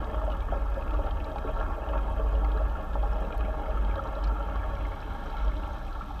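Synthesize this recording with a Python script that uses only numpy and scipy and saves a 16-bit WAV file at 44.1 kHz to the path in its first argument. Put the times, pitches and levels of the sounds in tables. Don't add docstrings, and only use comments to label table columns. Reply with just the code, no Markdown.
import sys
import numpy as np
from scipy import signal
from scipy.fft import rfft, irfft
from scipy.io import wavfile
from scipy.ndimage import uniform_filter1d

SR = 44100
rng = np.random.default_rng(int(sys.argv[2]) if len(sys.argv) > 2 else 0)


def to_wav(s):
    ch = np.atleast_2d(s).T
    pcm = np.round(np.clip(ch, -1, 1) * 32767)
    wavfile.write(sys.argv[1], SR, pcm.astype(np.int16))


N = 273420


def gain_of(db):
    return 10 ** (np.asarray(db) / 20)


def unit_rms(x):
    return x / np.sqrt(np.mean(x ** 2) + 1e-20)


def read_db(points, hz):
    f, level_db = np.transpose(points)
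    return np.interp(np.log(hz + 1), np.log(f + 1), level_db, left=-120, right=-120)


def columns(rows):
    s, *values = np.transpose(rows)
    t = np.arange(N) / SR
    return [np.interp(t, s, v) for v in values]


def shaped(x, gain):
    spectrum = rfft(x)
    return irfft(spectrum * gain(np.fft.rfftfreq(len(x), 1 / SR)), len(x))


def coloured(x, points):
    return unit_rms(shaped(x, lambda f: gain_of(read_db(points, f))))


def peak(hz, centre_hz, width_hz):
    return 1 / (1 + (2 * (hz - centre_hz) / width_hz) ** 2)


def wall(hz, db, waver_db, waver_hz, drift_hz):
    noises = rng.standard_normal((2, N))
    waver, drift = (unit_rms(shaped(noise, lambda f: peak(f, 0, waver_hz))) for noise in noises)
    level_db = db + waver_db * np.minimum(waver, 1.1)
    turns = np.cumsum(hz + drift_hz * drift) / SR + rng.random()
    return np.sqrt(2) * gain_of(level_db) * np.sin(2 * np.pi * turns)


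def walls():
    # t/s, f/Hz, level/dB
    boom = [(0.0, 50.4, -25), (0.045, 52.1, -35), (0.08, 52, -48), (0.17, 49.5, -30), (0.28, 48.5, -27),
            (0.36, 48.1, -36), (0.53, 49.7, -30.5), (0.76, 49.4, -28), (0.79, 50.8, -46), (0.93, 49.5, -27),
            (1.19, 48.8, -38), (1.4, 50.44, -40), (1.6, 48.75, -30.5), (1.83, 50.13, -40),
            (1.97, 50.2, -25.5), (2.12, 50.47, -32.5), (2.26, 50.35, -24), (2.64, 50.47, -26),
            (2.85, 50.5, -46), (2.99, 50, -24), (3.3, 50, -33.5), (3.32, 50.2, -50), (3.37, 51.35, -27),
            (3.64, 51.2, -36.5), (3.8, 50.4, -25.5), (3.9, 47.8, -25.5), (4.01, 47.94, -41),
            (4.18, 47.5, -32.5), (4.28, 49.1, -23.5), (4.38, 48.87, -32), (4.89, 49.14, -31),
            (4.99, 51, -51), (5.11, 50.5, -35), (5.13, 48.66, -62), (5.47, 49.15, -23.5), (5.7, 49.95, -43),
            (5.78, 53.57, -38.5), (6.06, 53.4, -46), (6.2, 51.04, -36.5)]
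    # t/s, level/dB
    deep = [(0.0, -42), (0.07, -38), (0.26, -46), (0.38, -36), (0.53, -34), (0.69, -38), (1.02, -32),
            (1.17, -35), (1.33, -41), (1.59, -30.5), (1.73, -35), (1.81, -42), (1.91, -46), (2.04, -37),
            (2.23, -33), (2.35, -39.5), (3.12, -33), (3.5, -37), (3.73, -34), (3.9, -38), (3.97, -57),
            (4.11, -38), (4.28, -40), (4.56, -51), (4.68, -36), (5.13, -41), (5.28, -36), (5.75, -38),
            (5.89, -33.5), (6.2, -46)]
    upper = [(0.0, -46.5), (0.96, -45.5), (1.16, -36), (1.24, -51), (1.73, -42), (2.05, -59), (2.11, -39.5),
             (2.78, -47), (2.99, -58), (3.04, -49), (3.25, -58), (3.42, -42), (3.83, -68.5), (3.95, -36.5),
             (4.23, -59), (4.27, -45), (4.83, -40), (5.32, -57), (5.72, -43.5), (5.78, -76), (5.85, -49.5),
             (6.2, -54)]
    middle = [(0.0, -40), (1.67, -38), (1.81, -48), (1.88, -36), (2.12, -62), (2.3, -43), (2.8, -39),
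              (2.85, -45), (5.27, -45.5), (5.37, -40), (6.15, -50.5), (6.2, -60)]
    # f/Hz, relative level/dB
    rumble = [(7.1, -28), (12, -1), (21, -17), (38, -7), (54, 8), (68, 2.5), (90, -4.5), (102, -10),
              (120, -4), (160, -26), (210, -59), (350, -120)]
    rumble_db = -42.5
    deep_hz, middle_hz, upper_hz = 30.8, 61.5, 82.76
    out = wall(*columns(boom), waver_db=0.4, waver_hz=12, drift_hz=0.28)
    out += wall(deep_hz, *columns(deep), waver_db=0.8, waver_hz=2.6, drift_hz=0.44)
    out += wall(upper_hz, *columns(upper), waver_db=4.0, waver_hz=13.8, drift_hz=2.62)
    out += wall(middle_hz, *columns(middle), waver_db=2.5, waver_hz=11.3, drift_hz=0.75)
    return out + gain_of(rumble_db) * coloured(rng.standard_normal(N), rumble)


def tank_response():
    # f/Hz, width/Hz, level/dB
    tank = [(122, 26, -10), (136, 9.3, -14.5), (164.6, 8.1, -2), (181.7, 12, -6.5), (204.5, 10, -3),
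            (237.6, 24, -11.5), (296.5, 35, -2), (439.8, 24.6, -8), (548.6, 16.4, -2), (568, 22, -3),
            (625.2, 33, -2), (738, 26, -15.5), (784.3, 22, -7), (820.5, 31, -4.5), (905.5, 65, -6.5),
            (1102, 66, -4.5), (1152, 47, -5.5), (1236, 43, -6), (1339, 130, -5), (1400, 25, -10.5),
            (1610, 100, -13.5), (1647, 50, -10), (1769, 67, -13.5), (2160, 190, -21.5), (2470, 47, -18.5),
            (2597, 210, -20.5), (2885, 200, -24.5), (3183, 296, -23), (3210, 180, -27), (3835, 140, -35),
            (3940, 180, -43.5), (4830, 83, -62), (4870, 120, -41)]
    # f/Hz, level/dB
    between = [(90, -23), (150, -8), (700, -13.5), (1500, -21.5), (1900, -29), (3500, -41.5), (5500, -45.5),
               (9000, -76)]
    hz = abs(np.fft.fftfreq(16384, 1 / SR))
    power = gain_of(read_db(between, hz)) ** 2
    power += sum((gain_of(db) * peak(hz, f, w)) ** 2 for f, w, db in tank)
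    log_gain = np.log(power + 1e-10) / 2
    return np.fft.ifft(np.exp(np.conj(signal.hilbert(log_gain)))).real[:8192]


def turbulence(bursts_per_s, spread_db, burst_s, share):
    sizes = gain_of(spread_db * np.minimum(rng.exponential(1, N), 2.2))
    starts = sizes * (rng.random(N) < bursts_per_s / SR)
    envelope = signal.lfilter([1], [1, -np.exp(-1 / (burst_s * SR))], starts)
    share = np.clip(share, 0, 1)
    bursts = unit_rms(envelope * rng.standard_normal(N))
    return np.sqrt(1 - share) * rng.standard_normal(N) + np.sqrt(share) * bursts


def patchy(x, depth_db, frames, bins, size=256):
    overlap = size * 3 // 4
    _, _, z = signal.stft(x, nperseg=size, noverlap=overlap)
    patches = uniform_filter1d(rng.standard_normal(z.shape), bins, 0)
    patches = uniform_filter1d(patches, frames, 1)
    z = z * gain_of(depth_db * unit_rms(patches))
    return signal.istft(z, nperseg=size, noverlap=overlap)[1][:N]


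def flow():
    # t/s, level/dB
    strength = [(0.0, 2), (0.5, -2.5), (0.9, -0.5), (2.43, 0.1), (2.75, -1.5), (3.3, -0.6), (4.6, -0.85),
                (4.85, -3.5), (5.4, -3.5), (6.2, -9)]
    # level/dB, flow following/(dB/dB), shared burst gain, patch depth/dB
    bands = [(-45, 0.44, 0.12, 1.06), (-43, 1.01, 0.9, 2.3), (-44.5, 0.42, 0.85, 1.7),
             (-45, 0.24, 1.1, 1.84), (-59.5, 0.47, 0.85, 2.8), (-69, 0.1, 0.52, 2)]
    calming = 0.69
    edges_hz = (0, 400, 690, 1000, 1900, 3400, SR)
    ring = tank_response()
    shared = turbulence(bursts_per_s=70, spread_db=5.0, burst_s=0.0061, share=0.5)
    # bursts/s, spread/dB, burst/s, share
    drives = (turbulence(30, 0.63, 0.036, 0.2), turbulence(80, 1.5, 0.014, 0.26),
              turbulence(80, 2.1, 0.025, 0.4), turbulence(60, 1.3, 0.011, 0.4),
              turbulence(90, 6.8, 0.0077, 0.3), turbulence(66, 2.9, 0.0017, 0.085))
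    strength_db = columns(strength)[0]
    shared = gain_of(calming * strength_db) * shared
    out = np.zeros(N)
    for k, (db, follows, together, patch_db) in enumerate(bands):
        drive = patchy(drives[k] + together * shared, patch_db, frames=14, bins=4)
        rung = signal.oaconvolve(drive, ring)[:N]
        band = shaped(rung, lambda f: (f >= edges_hz[k]) & (f < edges_hz[k + 1]))
        out += gain_of(db + follows * strength_db) * unit_rms(band)
    return patchy(out, depth_db=1.5, frames=24, bins=2, size=2048)


def wash():
    # t/s, level/dB
    wash_swell = [(0, -80), (3.0, -63), (3.6, -56.5), (4.1, -59), (4.7, -53.5), (5.0, -52), (5.36, -53.5),
                  (5.372, -45.5), (5.52, -55.5), (6.2, -63)]
    # f/Hz, width/Hz, relative level/dB
    modes = [(1390, 150, 17.5), (1670, 95, 9.5), (2200, 230, 6), (2700, 400, -12), (3170, 390, 3.5),
             (3970, 240, -4.5), (5700, 570, -17)]
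    # t/s, level/dB
    treble_swell = [(0, -87), (4.3, -84), (4.8, -73), (5.4, -65.5), (6.2, -64.5)]
    # f/Hz, relative level/dB
    treble_colour = [(2600, -25), (3200, 4), (4000, 2), (4500, -8.5), (5700, -7), (6600, -17), (8000, -42)]
    grain = turbulence(bursts_per_s=65, spread_db=5.0, burst_s=0.004, share=0.2)
    low = unit_rms(shaped(grain, lambda f: sum(gain_of(db) * peak(f, hz, w) for hz, w, db in modes)))
    crackle = turbulence(bursts_per_s=100, spread_db=3.7, burst_s=0.003, share=0.17)
    treble = coloured(crackle, treble_colour)
    return gain_of(columns(wash_swell)[0]) * low + gain_of(columns(treble_swell)[0]) * treble


def electronics():
    # f/Hz, relative level/dB
    hiss = [(3000, -21), (4800, -32), (6100, -6), (7000, -9.5), (8000, -7.5), (8600, -11.5), (9600, -9.5),
            (10700, -15.5), (11800, -11.5), (12650, -17), (13700, -8.5), (14500, -18), (15100, -29)]
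    hiss_db = -73
    pulses_per_s, start_turns, on_share = 47.97, .52, .39
    turns = np.arange(N) / SR * pulses_per_s - start_turns
    pulse = np.floor(turns).astype(int) + 1
    t = turns % 1 / pulses_per_s
    slip, size = rng.standard_normal((pulse.max() + 1, 2)).T
    gate = uniform_filter1d(1. * (turns % 1 < on_share), size=24)
    tone = np.sin(2 * np.pi * 12900 * t + np.pi * pulse + .8 * slip[pulse])
    fizz = unit_rms(shaped(rng.standard_normal(N), lambda f: peak(f, 13800, 900)))
    whine = gate * (gain_of(-70.5 + 1.2 * size[pulse]) * tone + gain_of(-89) * fizz)
    clicks = 1. * (np.diff(pulse // 2, prepend=0) > 0)
    clock = shaped(clicks, lambda f: peak(f, 5700, 900))
    whine += gain_of(-85.5) * unit_rms(clock)
    grain = turbulence(bursts_per_s=68, spread_db=-2.0, burst_s=0.0025, share=0.2)
    return whine + gain_of(hiss_db) * coloured(grain, hiss)


def bubbles(rows, cycles, rise_s, ring_db, splash_db):
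    size = 4096
    out, t = np.zeros(N + size), np.arange(size) / SR
    for (s, db, hz), noise in zip(rows, rng.standard_normal((len(rows), size))):
        shape = (1 - np.exp(-t / rise_s)) * np.exp(-t * hz / cycles)
        knock = unit_rms(shaped(noise, lambda f: peak(f, hz, 0.94 * hz) ** 2))
        ring = np.sin(2 * np.pi * hz * t)
        sound = shape / shape.max() * (gain_of(ring_db) * ring + gain_of(splash_db) * knock)
        out[round(s * SR):][:size] += gain_of(db) * sound
    return out[:N]


def gulps():
    # t/s, relative level/dB, f/Hz
    gulp_rows = [(0.028, -20, 660), (0.109, -30, 815), (0.213, -19, 625), (0.277, -6, 610),
                 (0.372, -18, 1310), (0.522, -7, 677), (0.656, -17, 1180), (0.768, -12, 535),
                 (0.94, -14, 1150), (0.985, -10.5, 565), (1.02, -17, 598), (1.078, -18, 604),
                 (1.113, -27, 614), (1.312, -17, 650), (1.357, -10.5, 830), (1.447, -11.5, 433),
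                 (1.475, -12.5, 630), (1.893, -15.5, 572), (1.952, -10, 642), (2.065, -15.5, 820),
                 (2.201, -13, 850), (2.29, -14, 641), (2.33, -15, 556), (2.375, -14, 540),
                 (2.413, -16, 630), (2.458, -15, 1200), (2.507, -17, 950), (2.548, -14, 431),
                 (2.597, -9, 640), (2.61, -17, 780), (2.73, -18, 805), (2.787, -13, 638), (2.951, -8, 864),
                 (3.03, -8, 835), (3.409, -13, 1257), (3.481, -12, 640), (3.541, -10.5, 840),
                 (3.582, -16.5, 817), (3.681, -14, 619.6), (3.771, -11.5, 1326), (3.991, -11.5, 1306),
                 (3.952, -16, 1140), (4.085, -15, 742.5), (4.295, -12, 1330), (4.385, -17, 590),
                 (4.407, -24, 609), (4.432, -20, 610), (4.64, -15, 628), (4.73, -17.5, 549.4),
                 (4.807, -16.5, 607), (5.369, -33, 1360), (5.408, -15, 1297), (6.008, -14, 1335)]
    ring = tank_response()
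    ring = ring / abs(rfft(ring)).max()
    dry_gulps = bubbles(gulp_rows, cycles=7.1, rise_s=0.0017, ring_db=-14.0, splash_db=-15)
    return gain_of(-1.5) * signal.oaconvolve(dry_gulps, ring)[:N]


def all_pops(count):
    # t/s, relative level/dB, f/Hz, spray relative level/dB, spray f/Hz
    clear = [(0.0423, -49, 2600, -51.5, 3750), (0.3012, -32, 3050, -62, 3790),
             (0.318, -28.5, 2910, -68, 3700), (0.328, -34, 2900, -66, 3680), (0.368, -37, 3230, -68, 3800),
             (0.405, -33, 3240, -67, 3640), (0.7418, -46, 2213, -54, 3560), (0.8791, -35, 2650, -73, 3800),
             (0.9074, -33, 2600, -66, 3780), (0.9398, -39, 2730, -60, 3900), (1.064, -54, 2580, -57, 3730),
             (1.1089, -29, 3140, -64, 3550), (1.2018, -29.5, 2660, -75, 3820),
             (1.2438, -48, 3290, -49, 3970), (1.3578, -37, 3280, -56, 3560), (1.3825, -32, 2490, -52, 3820),
             (1.5599, -43, 3200, -58, 3920), (1.6142, -51, 2590, -58, 3930), (1.888, -32, 2965, -75, 3770),
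             (1.9774, -30, 2490, -59, 3767), (2.3386, -36, 3240, -66, 3990), (2.446, -31, 2124, -56, 4450),
             (2.517, -32, 3200, -55, 3720), (2.5726, -54, 2890, -55.5, 3940),
             (2.9412, -37, 3120, -55, 3554), (3.0272, -35.5, 3235, -70, 3800),
             (3.3244, -27, 2450, -59, 3800), (3.4077, -27.5, 2557, -62, 3796),
             (3.4487, -31, 2270, -69, 3800), (3.705, -37, 3165, -69, 3830),
             (3.8475, -31.5, 3160, -70, 3800), (3.91, -29, 2324, -67, 3800), (3.9559, -33, 3090, -52, 3840),
             (4.0382, -38, 3100, -60, 5660), (4.0716, -44, 3100, -58, 4080), (4.1525, -46, 3260, -53, 3900),
             (4.2275, -38, 2996, -81, 3760), (4.2372, -37, 3134, -51, 3920), (4.2395, -50, 3116, -56, 5200),
             (4.242, -36, 2305, -47, 4150), (4.2495, -43, 2320, -58, 4200), (4.2725, -42, 2930, -56, 4450),
             (4.277, -44, 2500, -55, 4540), (4.4263, -33, 3080, -64, 3540), (4.557, -50, 3110, -55, 3995),
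             (4.751, -34, 3200, -68, 3757), (4.765, -34, 2310, -70, 3834), (4.852, -28.5, 2123, -73, 3164),
             (4.918, -35, 2210, -72, 3805), (4.936, -33, 2210, -74, 3784), (5.0025, -46, 3137, -54, 3960),
             (5.3005, -54, 2230, -52, 3950), (5.3677, -48, 3090, -56, 3920), (5.3809, -54, 2146, -52, 3900),
             (5.4792, -30, 3214, -63, 3800), (5.5667, -44, 3080, -53, 3900), (5.7818, -49, 3100, -55, 3976),
             (5.9284, -46, 3110, -55, 4080), (6.193, -35, 3127, -68, 3803)]
    pop_db, spray_db, spread_db = -35.5, -68, -1
    low_hz, high_hz = 2070, 3440
    spray_hz, spray_spread_hz = 3820, 120
    chance = rng.random((count, 2)).T
    size = rng.standard_normal((count, 3)).T
    faint = np.transpose([chance[0] * N / SR,
                          pop_db + spread_db * size[0],
                          low_hz + (high_hz - low_hz) * chance[1],
                          spray_db + spread_db * size[1],
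                          spray_hz + spray_spread_hz * size[2]])
    return np.vstack([clear, faint])


def pops():
    s, db, hz, spray_db, spray_hz = all_pops(count=22).T
    body = np.transpose([s, db, hz])
    spray = np.transpose([s, spray_db, spray_hz])
    out = bubbles(body, cycles=12.4, rise_s=0.00048, ring_db=-14.5, splash_db=-20.5)
    return out + bubbles(spray, cycles=14.7, rise_s=0.00064, ring_db=0.0, splash_db=-3.5)


def ticks():
    # t/s, relative level/dB, f/Hz
    tick_rows = [(0.2488, -68, 8100), (0.3222, -75, 8040), (1.915, -74, 11860), (2.1246, -74, 8680),
                 (2.3246, -73, 7080), (3.131, -66, 5290), (3.2191, -74, 8220), (3.3428, -72, 8000),
                 (3.35, -73, 8080), (3.3777, -61, 11520), (3.378, -66, 14000), (3.378, -67, 4300),
                 (3.3798, -71, 11600), (3.3802, -72, 6540), (4.2378, -74, 8010), (4.753, -68, 5540),
                 (5.015, -65, 5350), (5.26, -66, 5710), (5.449, -64, 5474), (5.7316, -64, 6400)]
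    return bubbles(tick_rows, cycles=11, rise_s=.0004, ring_db=10.5, splash_db=2)


def scene():
    return (walls() + flow() + wash() + electronics() + gulps() + pops() + ticks())[None]


def record(dry):
    edge_hz = 15050
    started = dry * np.minimum(np.arange(N) / (.004 * SR), 1)
    lowpass = signal.firwin(511, edge_hz, window=("kaiser", 9), fs=SR)
    return signal.oaconvolve(started, lowpass[None], "same")


dry = scene()
out = record(dry)
to_wav(out)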